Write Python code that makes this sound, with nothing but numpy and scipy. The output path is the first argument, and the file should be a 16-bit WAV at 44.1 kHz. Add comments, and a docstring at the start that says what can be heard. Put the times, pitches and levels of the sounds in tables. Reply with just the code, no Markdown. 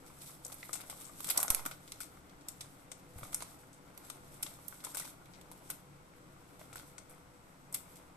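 """A small room, and close to a small stereo recorder a stiff plastic snack bag is gripped, shifted and turned by hand.
Creases in the film snap as sharp clicks of coloured noise, each with a short rattle of lumpy after-snaps.
Fingers rustle on it as random ticks over sliding noise; walls pock as short decaying tones with a puff of noise.
Low thuds and pressure steps bump now and then; the room answers with noise tails and a fan hums far off
as filtered noise. The two microphones hear different colours."""
import sys
import numpy as np
from scipy import signal
from scipy.fft import rfft, irfft, next_fast_len
from scipy.io import wavfile
from scipy.ndimage import uniform_filter1d, map_coordinates

SR = 44100
rng = np.random.default_rng(int(sys.argv[2]) if len(sys.argv) > 2 else 0)


def persist_wave(psi):
    """Save psi, clipped to +-1, as 16-bit WAV."""
    counts = np.round(np.clip(psi, -1, 1) * 32767).astype(np.int16)
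    wavfile.write(sys.argv[1], SR, np.atleast_2d(counts).T)


def magnitude_from_level(level_db):
    """Linear magnitude for a level in decibels (20 dB per decade)."""
    exponent = np.asarray(level_db, float) / 20
    return 10 ** exponent


N = 360032


def unit(x):
    """Scaled to rms 1."""
    return x / np.sqrt(np.mean(x ** 2) + 1e-20)


def along(points, hz):
    """Reads (Hz, value) points on a log frequency axis."""
    f, v = np.transpose(points)
    return np.interp(np.log(hz + 1), np.log(f + 1), v)


def wobble(rate):
    """A smooth random curve with rate knots a second."""
    knots = rng.standard_normal(int(N * rate / SR) + 4)
    return map_coordinates(knots, [np.arange(N) * rate / SR])


def filtered(x, response):
    """x times a response of frequency."""
    m = next_fast_len(N + 8192)
    return irfft(rfft(x, m) * response(np.fft.rfftfreq(m, 1 / SR)), m)[..., :N]


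def causal(db_of):
    """Minimum-phase impulse response: the given colour in dB and nothing before the hit."""
    size = 2048
    cepstrum = irfft(np.log(magnitude_from_level(db_of(np.fft.rfftfreq(size, 1 / SR))) + 1e-6))
    cepstrum[1:size // 2] *= 2
    cepstrum[size // 2 + 1:] = 0
    return irfft(np.exp(rfft(cepstrum)))[:size // 2]


def through(x, response):
    """Convolves each channel with one response."""
    return signal.fftconvolve(x, response[None], axes=1)[:, :N]


def pair(x_shared, x_own, alike):
    """Mixes what both microphones share with what each hears alone; alike is the shared part of the power."""
    alike = np.clip(alike, 0, 1)
    return np.sqrt(alike) * x_shared + np.sqrt(1 - alike) * x_own


# Colour of the crackling film, close by. Each row: frequency in Hz, relative density in dB per Hz.
FILM_COLOUR = [(300, 1.5), (600, 11.5), (1450, 6.5), (1750, -2.5), (2100, 7.5), (2900, -2.5), (3500, 3),
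               (4500, -1), (7000, -5), (10000, -3.5), (14000, -3.5)]
# Body, middle, treble and top of the crackle. Each row: lower edge in Hz, upper edge in Hz.
FILM_BANDS = [(400, 2500), (2500, 6000), (6000, 10000), (10000, 15500)]


def film_bands():
    """The film's colour split in four bands, each of energy 1; signs alternate so neighbours add."""
    film = causal(lambda hz: along(FILM_COLOUR, hz))
    bands = []
    for k, edges in enumerate(FILM_BANDS):
        band_pass = signal.butter(2, edges, "band", fs=SR, output="sos")
        part = signal.sosfilt(band_pass, film)
        bands.append((-1) ** k * part / np.linalg.norm(part))
    return bands


# Creases that crack clearly, close to the microphones. Each row: start in seconds, treble level in dB,
# middle re treble in dB, top re treble in dB, rattle t60 in seconds (held to 0.01-0.3 when played).
CREASES = [(0.449, -30, -38, -9.5, 0.03), (0.465, -34, -23, -15, 0.021), (0.481, -52, -12, 14, 0.02),
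           (0.5065, -62, -14, 11, 0.018), (0.52, -44, 1, -3, 0.039), (0.5252, -39, -10, 1.5, 0.037),
           (0.543, -62, -6, 25.5, 0.024), (0.628, -59.5, 14.5, -20, 0.04), (0.7309, -27, -11, -3, 0.074),
           (0.755, -43.5, -3, 8.5, 0.14), (0.8076, -55, 11, 18, 0.11), (0.8985, -40, -1.5, 4, 0.097),
           (1.0442, -47.5, -12, 0.5, 0.42), (1.2045, -39, -2, 5, 0.014), (1.2312, -46, -10, 7, 0.015),
           (1.2442, -35, -1.5, 2, 0.028), (1.2522, -53, -3, -3, 0.02), (1.2672, -40, -4, -1, 0.046),
           (1.271, -39, -7, 5.5, 0.12), (1.2888, -33.5, -2.5, 4, 0.04), (1.2995, -31.5, 5, -6.5, 0.038),
           (1.3034, -29, -24, 11, 0.063), (1.31, -35, 5.5, -3.5, 0.021), (1.3615, -44, 3, 0, 0.03),
           (1.374, -29.5, -4, 13, 0.015), (1.3761, -12.5, -20, -13, 0.021), (1.3875, -45, -8, 1.5, 0.02),
           (1.4014, -27, -19, 0, 0.03), (1.403, -32, -12, 0.5, 0.04), (1.412, -34, -10, 4.5, 0.029),
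           (1.4292, -26.5, -4, 10.5, 0.02), (1.4345, -38, -8, 4.5, 0.025), (1.4484, -56, -6, 12.5, 0.04),
           (1.4805, -27.5, -10, -10, 0.026), (1.503, -17, -9.5, 2.5, 0.027), (1.532, -48, -10, -1, 0.03),
           (1.5471, -23, -6, 4, 0.018), (1.5568, -47, -5, -3.5, 0.03), (1.579, -42.5, 0, 0, 0.05),
           (1.595, -45, -0.5, -1, 0.04), (1.6524, -45.5, 4, 9.5, 0.073), (1.6611, -28, -10, 1.5, 0.03),
           (1.671, -45, -6, 1, 0.03), (1.712, -51, 10.5, 9.5, 0.09), (1.877, -55.5, 9.5, 8, 0.052),
           (1.92, -33, -1.5, -9, 0.014), (2.0041, -41, -2.5, 10, 0.15), (2.2954, -59, 4.5, -5.5, 0.055),
           (2.4096, -55.5, -2, -13, 0.067), (2.4853, -30, -10.5, 1.5, 0.025),
           (2.608, -42.5, 6.5, 2.5, 0.0093), (2.611, -32.5, -8.5, -33.5, 0.039),
           (2.9165, -35, -7.5, -10, 0.035), (2.9195, -43, -3, -8, 0.033), (3.182, -51, -4, 6, 0.06),
           (3.186, -59, -1, 16.5, 0.012), (3.1937, -61.5, -1, 17.5, 0.012), (3.2025, -62.5, 0, 16, 0.012),
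           (3.2329, -45.5, -6, -2.5, 0.15), (3.2392, -58, -3, 15, 0.015), (3.323, -50, -5, 6, 0.033),
           (3.3292, -39, -5, -2, 0.06), (3.3447, -23, -11.5, 0, 0.02), (3.405, -45, -1, -13, 0.14),
           (3.422, -44, -10, -3, 0.02), (3.423, -32, -15, -12, 0.034), (3.7298, -49, -14, -20, 0.1),
           (3.976, -41.5, -6, 1, 0.02), (4.1, -36, -2.5, 0.5, 0.035), (4.342, -54.5, -12, 10, 0.02),
           (4.4264, -41.5, -1, 11, 0.042), (4.4299, -25, -7, -1, 0.019), (4.4642, -53, 15, -11, 0.043),
           (4.6821, -35, -23, 7.5, 0.014), (4.803, -55, 7, 0, 0.034), (4.8394, -44.5, -1, 6.5, 0.13),
           (4.8479, -31, -10.5, -2.5, 0.035), (4.868, -56, 6, 4, 0.088), (4.9466, -32.5, -10, 2, 0.056),
           (4.97, -38, -2.5, 12, 0.14), (4.98, -43, 4.5, 0, 0.036), (4.9872, -38, -7, -4, 0.035),
           (4.9975, -31, -10, -5, 0.051), (5.021, -50, 0, 3, 0.05), (5.046, -53, 6, -1.5, 0.027),
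           (5.051, -45.5, 0.5, 4, 0.093), (5.077, -52, -1, 4, 0.055), (5.2565, -59, 4, -0.5, 0.035),
           (5.336, -65, 15.5, 3.5, 0.11), (5.4123, -50, 1, -1, 0.03), (5.5147, -47.5, -4.5, 6, 0.067),
           (5.692, -47, -24, -22, 0.097), (5.7018, -37.5, 0, 13.5, 0.05), (6.594, -56.5, 0, 6, 0.35),
           (6.7293, -49, 0, 2, 0.086), (6.7576, -45.5, 0, 7.5, 0.084), (6.779, -52, 3, 0, 0.044),
           (6.79, -51, 3, 7, 0.11), (6.9815, -37.5, -9, -24.5, 0.039), (7.0961, -57, -7, 11, 0.23),
           (7.7259, -43, -15, 8, 0.063), (7.7425, -37, -4.5, 1, 0.027), (7.7447, -32, -3, 14, 0.03),
           (7.75, -44, 3.5, 2.5, 0.07), (7.957, -54, -2.5, 6, 0.18), (7.9707, -59, -3, 4, 0.05)]
# Hands, table and chest throw each crack back. Each row: mean delay in seconds, mean level in dB.
NEAR_ECHOES = [(.0024, -14), (.0034, -16), (.0058, -17)]
# Crack in body, middle, treble and top. Each entry: dB re the band's level.
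CRACK_SHARES = [-13, 7, 2.5, 6.5]
# Rattle in body, middle, treble and top. Each entry: dB re the band's level.
RATTLE_SHARES = [-16.5, -9, -13.5, -15.5]
SNAP_PAN_DB, SNAP_SCATTER_DB = 0.5, 4  # left over right: mean, scatter
GIVE_S, STRAIN_S, STRAIN_DB = 0.0005, 0.001, -21  # wait for the crack, growth time and level of the strain


def click(u):
    """One crack: rises in a fraction of a millisecond, loses 60 dB in two milliseconds."""
    return (1 - np.exp(-np.maximum(u, 0) / 0.0002)) * magnitude_from_level(-60 * np.abs(u) / 0.002)


def crack_shape(since):
    """A crease strains, gives way, and the crack echoes off what is near."""
    shape = magnitude_from_level(STRAIN_DB) * np.exp(np.minimum(since, 0) / STRAIN_S) * (since < 0)
    shape = shape + click(since)
    for delay, echo_db in NEAR_ECHOES:
        level_draw, delay_draw = rng.standard_normal(2)
        shape = shape + magnitude_from_level(echo_db + 2 * level_draw) * click(since - delay * (1 + 0.14 * delay_draw))
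    return shape


def in_bands(x, shape, bands):
    """Noise coloured by each film band; chance shapes it, the envelope sets its energy."""
    coloured = signal.fftconvolve(x[None], np.array(bands)[:, None], axes=2)[..., :x.shape[1]]
    return coloured * np.linalg.norm(shape) / np.linalg.norm(coloured, axis=2, keepdims=True)


def snaps(bands):
    """Each crease strains and cracks in under a millisecond, then its neighbours rattle after it."""
    lead = SR // 250  # samples kept ahead of the start for the strain
    since = (np.arange(SR // 10) - lead) / SR - GIVE_S
    t = np.maximum(since, 0)
    out = np.zeros((2, N + len(t)))
    for s, db, middle_db, top_db, t60 in CREASES + faint_snaps():
        pan_db = SNAP_PAN_DB + SNAP_SCATTER_DB * rng.standard_normal()
        noise = rng.standard_normal((4, len(t)))
        heard = pair(noise[0], noise[1:3], alike=0.14)
        # after-snaps come in millisecond lumps
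        slow = uniform_filter1d(noise[3], 30) * np.sqrt(30)
        lumps = magnitude_from_level(6.2 * (1 - np.exp(-t / 0.0028)) * slow)
        rattle = (1 - np.exp(-t / 0.0015)) * magnitude_from_level(-60 * t / np.clip(t60, 0.01, 0.3))
        crack = crack_shape(since)
        levels = db + np.array([middle_db, middle_db, 0, top_db])
        crack_gain = magnitude_from_level(levels + CRACK_SHARES)[:, None, None]
        rattle_gain = magnitude_from_level(levels + RATTLE_SHARES)[:, None, None]
        burst = crack_gain * in_bands(crack * np.sign(heard), crack, bands)
        burst += rattle_gain * in_bands(rattle * lumps * heard, rattle, bands)
        pan = magnitude_from_level([[pan_db / 2], [-pan_db / 2]])
        out[:, round(s * SR):][:, :len(t)] += burst.sum(axis=0) * pan
    return out[:, lead:N + lead]


FAINT_COUNT, FAINT_T60_S = 18, 0.04
FAINT_DB, FAINT_SCATTER_DB = -12, 3  # over the treble rustle: mean, scatter
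FAINT_COLOUR_DB = 4  # scatter of middle and top
FAINT_CROWDING = 1.1  # how strongly they gather where the film is worked hard


def faint_snaps():
    """Rows like CREASES, drawn by chance and crowding where the rustle is loud."""
    s, treble_db, _ = np.transpose(HANDLING)
    grid = np.linspace(0, N / SR - 0.001, num=2000)
    busy = np.cumsum(magnitude_from_level(FAINT_CROWDING * np.interp(grid, s, treble_db)))
    when = np.interp(rng.random(FAINT_COUNT), busy / busy[-1], grid)
    rows = []
    for w in when:
        a, b, c = rng.standard_normal(3)
        db = np.interp(w, s, treble_db) + FAINT_DB + FAINT_SCATTER_DB * a
        rows.append((w, db, FAINT_COLOUR_DB * b, FAINT_COLOUR_DB * c, FAINT_T60_S))
    return rows


def grains(rate, spread_db, bed, alike, t60):
    """Tiny random ticks of uneven size and colour on a bed of sliding noise, rms 1; rate a second, t60 in s."""
    size = (rng.random(N) < rate / SR) * magnitude_from_level(spread_db * np.minimum(rng.exponential(size=N), 3))
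    life = magnitude_from_level(-60 * np.arange(800) / SR / t60)
    envelope = np.sqrt(signal.fftconvolve(size, life)[:N] ** 2 + bed)
    noise = pair(rng.standard_normal(N), rng.standard_normal((2, N)), alike)
    z = signal.stft(envelope * noise, nperseg=128)[2]
    # each crease has its own colour: smooth random patches over frequency and time
    patches = uniform_filter1d(rng.standard_normal(z.shape[1:]), 5, 0)
    patches = uniform_filter1d(patches, 6, 1)
    return unit(signal.istft(z * magnitude_from_level(1.14 * unit(patches)), nperseg=128)[1][:, :N])


# Rustle of the handled film, close by. Each row: time in seconds, treble level in dB, body level in dB,
# both ahead of the wobble and the band shares.
HANDLING = [(0.0, -66, -62), (0.2, -56.5, -62), (0.27, -49, -62), (0.359, -64.5, -60), (0.44, -63, -61),
            (0.5, -59, -54.5), (0.64, -53.5, -65), (0.851, -58, -59), (1.02, -55.5, -61.5),
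            (1.138, -58.5, -65), (1.257, -47, -58), (1.33, -51, -52), (1.386, -46, -44.5), (1.44, -51, -46),
            (1.47, -58.5, -57), (1.529, -55, -46), (1.6, -62.5, -52.5), (1.72, -63, -66),
            (2.099, -64, -60.5), (2.359, -77, -60.5), (2.628, -62.5, -62), (2.982, -72, -63.5),
            (3.14, -68.5, -69), (3.17, -59, -59), (3.22, -57, -59), (3.52, -60.5, -60.5), (3.7, -70.5, -63),
            (3.96, -73, -58.5), (4.06, -53.5, -57.5), (4.16, -62, -62), (4.27, -62.5, -64.5),
            (4.41, -59.5, -58.5), (4.53, -59.5, -58), (4.66, -61, -62), (4.851, -56.5, -54),
            (4.92, -53.5, -57), (4.97, -48.5, -53), (5.094, -53, -66), (5.191, -72.5, -61),
            (5.7, -66, -61.5), (5.989, -77.5, -62.5), (6.599, -69, -62.5), (6.791, -59.5, -59),
            (7.0, -71.5, -63), (7.702, -76, -63.5), (7.892, -64, -59), (8.16, -77, -60.5)]


def rustle(bands):
    """Fingers slide over the film and many small creases tick under them."""
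    s, treble_db, body_db = np.transpose(HANDLING)
    now = np.arange(N) / SR
    treble = magnitude_from_level(np.interp(now, s, treble_db))
    body = magnitude_from_level(np.interp(now, s, body_db))
    fizz = treble * magnitude_from_level(3.2 * wobble(40)) * grains(rate=300, spread_db=2.2, bed=0.5, alike=0.07, t60=0.004)
    crunch = body * magnitude_from_level(2.2 * wobble(30)) * grains(rate=110, spread_db=2, bed=0.4, alike=0.5, t60=0.012)
    bright = magnitude_from_level(-13.0) * bands[1] + magnitude_from_level(-13.5) * bands[2] + magnitude_from_level(-9.0) * bands[3]
    return through(fizz, bright) + magnitude_from_level(-7.0) * through(crunch, bands[0])


# Patches of the air-filled bag wall, facing the microphones, flip over with a short pock.
# Each row: start in seconds, level in dB, pitch in Hz, unpitched share of the power from 0 to 1.
WALL_POCKS = [(0.1, -53, 1060, 0.4), (0.457, -47, 670, 0.6), (0.522, -47, 704, 0.4),
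              (0.63, -38, 2050, 0.13), (0.693, -40, 1230, 0.54), (0.73, -43, 1420, 0.3),
              (0.742, -48, 1070, 0.4), (0.754, -47, 711, 0.7), (0.802, -45, 1580, 0.6),
              (0.836, -48.5, 1020, 0.8), (0.897, -43.5, 740, 0.74), (0.926, -43.5, 850, 0.5),
              (1.095, -45.5, 1184, 0.07), (1.204, -43, 1150, 0.6), (1.245, -54, 2090, 0.4),
              (1.264, -49, 982, 0.4), (1.283, -41.5, 1270, 1), (1.3, -55, 2010, 0.6),
              (1.311, -59, 832, 0.3), (1.347, -44, 1350, 0.4), (1.356, -40.5, 920, 0.5),
              (1.363, -37.5, 1496, 0.4), (1.373, -39, 2120, 0.6), (1.382, -40, 950, 0.5),
              (1.391, -38.5, 1060, 0.6), (1.404, -38, 1430, 0.6), (1.42, -44, 1093, 0.6),
              (1.428, -36, 1150, 0.9), (1.447, -35.5, 830, 0.3), (1.48, -37, 1440, 0.5),
              (1.504, -33, 1070, 0.5), (1.511, -38.5, 920, 0.5), (1.521, -40, 1350, 0.5),
              (1.547, -41, 1420, 0.6), (1.593, -40, 945, 0.5), (1.639, -63, 920, 0.5),
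              (1.654, -39, 1130, 0.7), (1.662, -32, 1430, 0.43), (1.712, -41.5, 1480, 0.74),
              (2.005, -44.5, 1440, 0.34), (2.173, -53, 1200, 0.6), (2.916, -45.5, 830, 0.5),
              (3.186, -44.5, 675, 0.64), (3.211, -51, 668, 0.6), (3.231, -37.5, 1440, 0.85),
              (3.253, -50, 1260, 0.5), (3.33, -47, 1210, 0.6), (3.345, -45.5, 1410, 0.85),
              (3.406, -43, 650, 1), (3.413, -62, 1090, 0.7), (3.422, -37.5, 980, 0.43),
              (4.1, -44.5, 1180, 0.5), (4.463, -48, 970, 0.5), (4.588, -50, 1170, 0.3),
              (4.725, -44.5, 1510, 0.5), (4.841, -46.5, 1270, 0.8), (4.868, -41, 993, 0.45),
              (4.948, -42, 1520, 0.3), (4.97, -43.5, 870, 0.3), (4.999, -41, 1390, 0.4),
              (5.007, -46, 2320, 0.4), (5.021, -44.5, 1950, 0.2), (5.05, -44.5, 910, 0.6),
              (5.076, -50.5, 1450, 0.5), (5.515, -46, 930, 0.2), (5.7, -40.5, 1480, 0.35),
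              (6.593, -53, 650, 0.6), (6.613, -44.5, 660, 0.7), (6.728, -45, 2250, 0.5),
              (6.757, -41, 1470, 0.5), (6.796, -50, 1440, 0.6), (6.831, -52, 685, 0.5),
              (6.981, -46.5, 2210, 0.4), (7.752, -64, 2220, 0)]
POCK_T60_S, POCK_RISE_S = 0.023, 0.00021
POCK_LEAD_CYCLES = 0.2  # how far the right side runs ahead of the left, on average


def pocks(body):
    """A few cycles at the patch's pitch, soft start, with a puff of unpitched crackle in the film's body colour."""
    t, out = np.arange(SR // 20) / SR, np.zeros((2, N + SR))
    shape = (1 - np.exp(-t / POCK_RISE_S)) * magnitude_from_level(-60 * t / POCK_T60_S)
    shape = shape / shape.max()
    for s, db, hz, broad in WALL_POCKS:
        noise, broad = rng.standard_normal((5, len(t))), np.clip(broad, 0, 1)
        rough = 1 + 0.35 * uniform_filter1d(noise[:2], 30, axis=1) * np.sqrt(30)
        lead = POCK_LEAD_CYCLES * (1 + 0.25 * noise[2, 0])
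        tone = rough * np.sin(2 * np.pi * (hz * t + lead * np.array([[0], [1]])))
        crackle = shape * pair(noise[2], noise[3:], alike=0.48)
        puff = signal.fftconvolve(crackle, body[None], axes=1)[:, :len(t)]
        # as much energy as the pitched part would have
        puff = puff * np.linalg.norm(shape) / np.linalg.norm(puff, axis=1, keepdims=True) / np.sqrt(2)
        pock = np.sqrt(1 - broad) * shape * tone + np.sqrt(broad) * puff
        out[:, round(s * SR):][:, :len(t)] += magnitude_from_level(db) * pock
    return out[:, :N]


# The full bag knocks against hand or table. Each row: start in seconds, level in dB, pitch in Hz.
KNOCKS = [(1.26, -42.5, 181), (1.379, -33, 304), (1.658, -30.5, 282), (3.159, -39, 76), (3.172, -42, 130),
          (3.186, -51, 60), (3.195, -45, 129), (3.221, -36, 120), (3.235, -46, 95), (4.447, -36, 305)]
BUMP_CYCLES = 6.8  # swings until a thud has lost 60 dB


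def bumps():
    """Soft low thuds alike in both microphones: decaying sines with a soft start."""
    t, out = np.arange(SR // 3) / SR, np.zeros((2, N + SR))
    for s, db, hz in KNOCKS:
        swing = -np.sin(2 * np.pi * hz * t) * (1 - np.exp(-t / 0.0038))
        out[:, round(s * SR):][:, :len(t)] += magnitude_from_level(db - 60 * t * hz / BUMP_CYCLES) * swing
    return out[:, :N]


# Squeezed air pushes on the microphones. Each row: start in seconds, step level in dB,
# time to swing back through zero in seconds, left over right in dB.
AIR_PUSHES = [(1.5031, -33, 0.034, -8), (3.16, -55, 0.051, 9), (3.225, -50, 0.039, 0)]


def pushes():
    """Sudden pressure steps that leak away and overshoot."""
    t, out = np.arange(SR // 3) / SR, np.zeros((2, N + SR))
    for s, db, leak, pan_db in AIR_PUSHES:
        step = -(1 - t / leak) * np.exp(-t / (1.17 * leak)) * (1 - np.exp(-t / 0.00022))
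        gain = magnitude_from_level(db + np.array([[pan_db / 2], [-pan_db / 2]]))
        out[:, round(s * SR):][:, :len(t)] += gain * step
    return out[:, :N]


# Decay of the small room around the bag. Each row: frequency in Hz, t60 in seconds.
ROOM_DECAY = [(300, 0.5), (2000, 0.32), (8000, 0.27), (14000, 0.24)]


def room(x):
    """The walls' answer as decaying noise; a fresh tail for every quarter second of sound."""
    out, hop = np.zeros((2, N + SR)), SR // 4
    for start in range(0, N, hop):
        hz, t, z = signal.stft(rng.standard_normal((2, SR // 3)), SR, nperseg=256)
        decay = magnitude_from_level(-60 * t / along(ROOM_DECAY, hz)[:, None])
        tail = signal.istft(z * decay, SR, nperseg=256)[1]
        wet = signal.fftconvolve(x[:, start:start + hop], tail / np.linalg.norm(tail[0]), axes=1)
        late = start + 200  # samples
        out[:, late:late + wet.shape[1]] += wet
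    return out[:, :N]


# Far fan and room hiss. Each row: frequency in Hz, relative density in dB per Hz.
HISS_COLOUR = [(20, -5.5), (45, -11), (85, -15), (125, -8.5), (190, -6.5), (220, -15.5), (300, -8),
               (450, -15), (900, -15.5), (1450, -21), (1700, -22.5), (2700, -27), (4500, -31),
               (8000, -35.5), (14000, -38.5)]
# Tones of the far fan. Each row: pitch in Hz, width in Hz, rms level in dB.
FAN_TONES = [(71.6, 6.5, -73.5), (108.3, 6.8, -73), (142, 4.4, -69), (179.4, 7.8, -73), (284, 17, -78.5),
             (495.5, 8.6, -74.5)]
# Left-right likeness of the hiss at the two microphones. Each row: frequency in Hz, shared power from 0 to 1.
HISS_LIKENESS = [(60, 0.69), (180, 0.79), (540, 0.97), (1630, 0.5), (3000, 0.028), (8000, 0.041)]
AIR_DB = -60  # rms of the hiss ahead of its slow wobble
FAN_LAG_S = 0.00031  # the fan stands to the right: the left microphone hears it later


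def air():
    """A far fan: hiss, alike mostly in the bass, with a few wavering tones made of narrow noise."""
    gain = lambda hz: magnitude_from_level(along(HISS_COLOUR, hz))
    alike = lambda hz: np.clip(along(HISS_LIKENESS, hz), 0, 1)
    lag = lambda hz: np.exp(-2j * np.pi * hz * np.array([[FAN_LAG_S], [0]]))
    shared = filtered(rng.standard_normal(N), lambda hz: gain(hz) * np.sqrt(alike(hz)) * lag(hz))
    own = filtered(rng.standard_normal((2, N)), lambda hz: gain(hz) * np.sqrt(1 - alike(hz)))
    out = magnitude_from_level(AIR_DB + 0.71 * wobble(3.23)) * unit(shared + own)
    for tone_hz, width_hz, db in FAN_TONES:
        resonance = lambda hz: 1 / (1 + (2 * (hz - tone_hz) / width_hz) ** 2)
        out = out + magnitude_from_level(db) * unit(filtered(rng.standard_normal(N), resonance))
    return out


def scene():
    """Bag close by, room and fan around it; the pocks face the microphones and stir the room less."""
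    bands = film_bands()
    film = snaps(bands) + rustle(bands)
    wall = pocks(bands[0])
    answer = room(magnitude_from_level(-8.5) * film + magnitude_from_level(-9) * wall)
    return film + wall + answer + bumps() + pushes() + air()


def low_pass(x):
    """Removes everything above the highest recorded frequency."""
    return signal.sosfilt(signal.butter(12, 15360, fs=SR, output="sos"), x)


# Inlets of the left and then the right microphone, a list for each.
# Each row: centre of a peak or dip in Hz, width in Hz, height in dB.
INLETS = [
    [(262, 88, 5.5), (1378, 400, 6), (5600, 1300, 3.5), (8160, 2000, 13), (12700, 3600, -7.5)],
    [(11540, 2300, 9)],
]
TOP_HZ = 14350  # above it the sound is cut steeply


def record(dry):
    """Each microphone inlet shapes the sound with its own resonances and the top is cut steeply."""
    lift = lambda inlet: lambda hz: sum(db / (1 + (2 * (hz - c) / w) ** 2) for c, w, db in inlet)
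    responses = np.array([causal(lift(inlet)) for inlet in INLETS])
    heard = signal.fftconvolve(dry, responses, axes=1)[:, :N]
    heard = filtered(heard, lambda hz: magnitude_from_level(np.where(hz > TOP_HZ, -31 - 0.006 * (hz - TOP_HZ), 0)))
    return low_pass(heard)


dry = scene()
out = record(dry)
persist_wave(out)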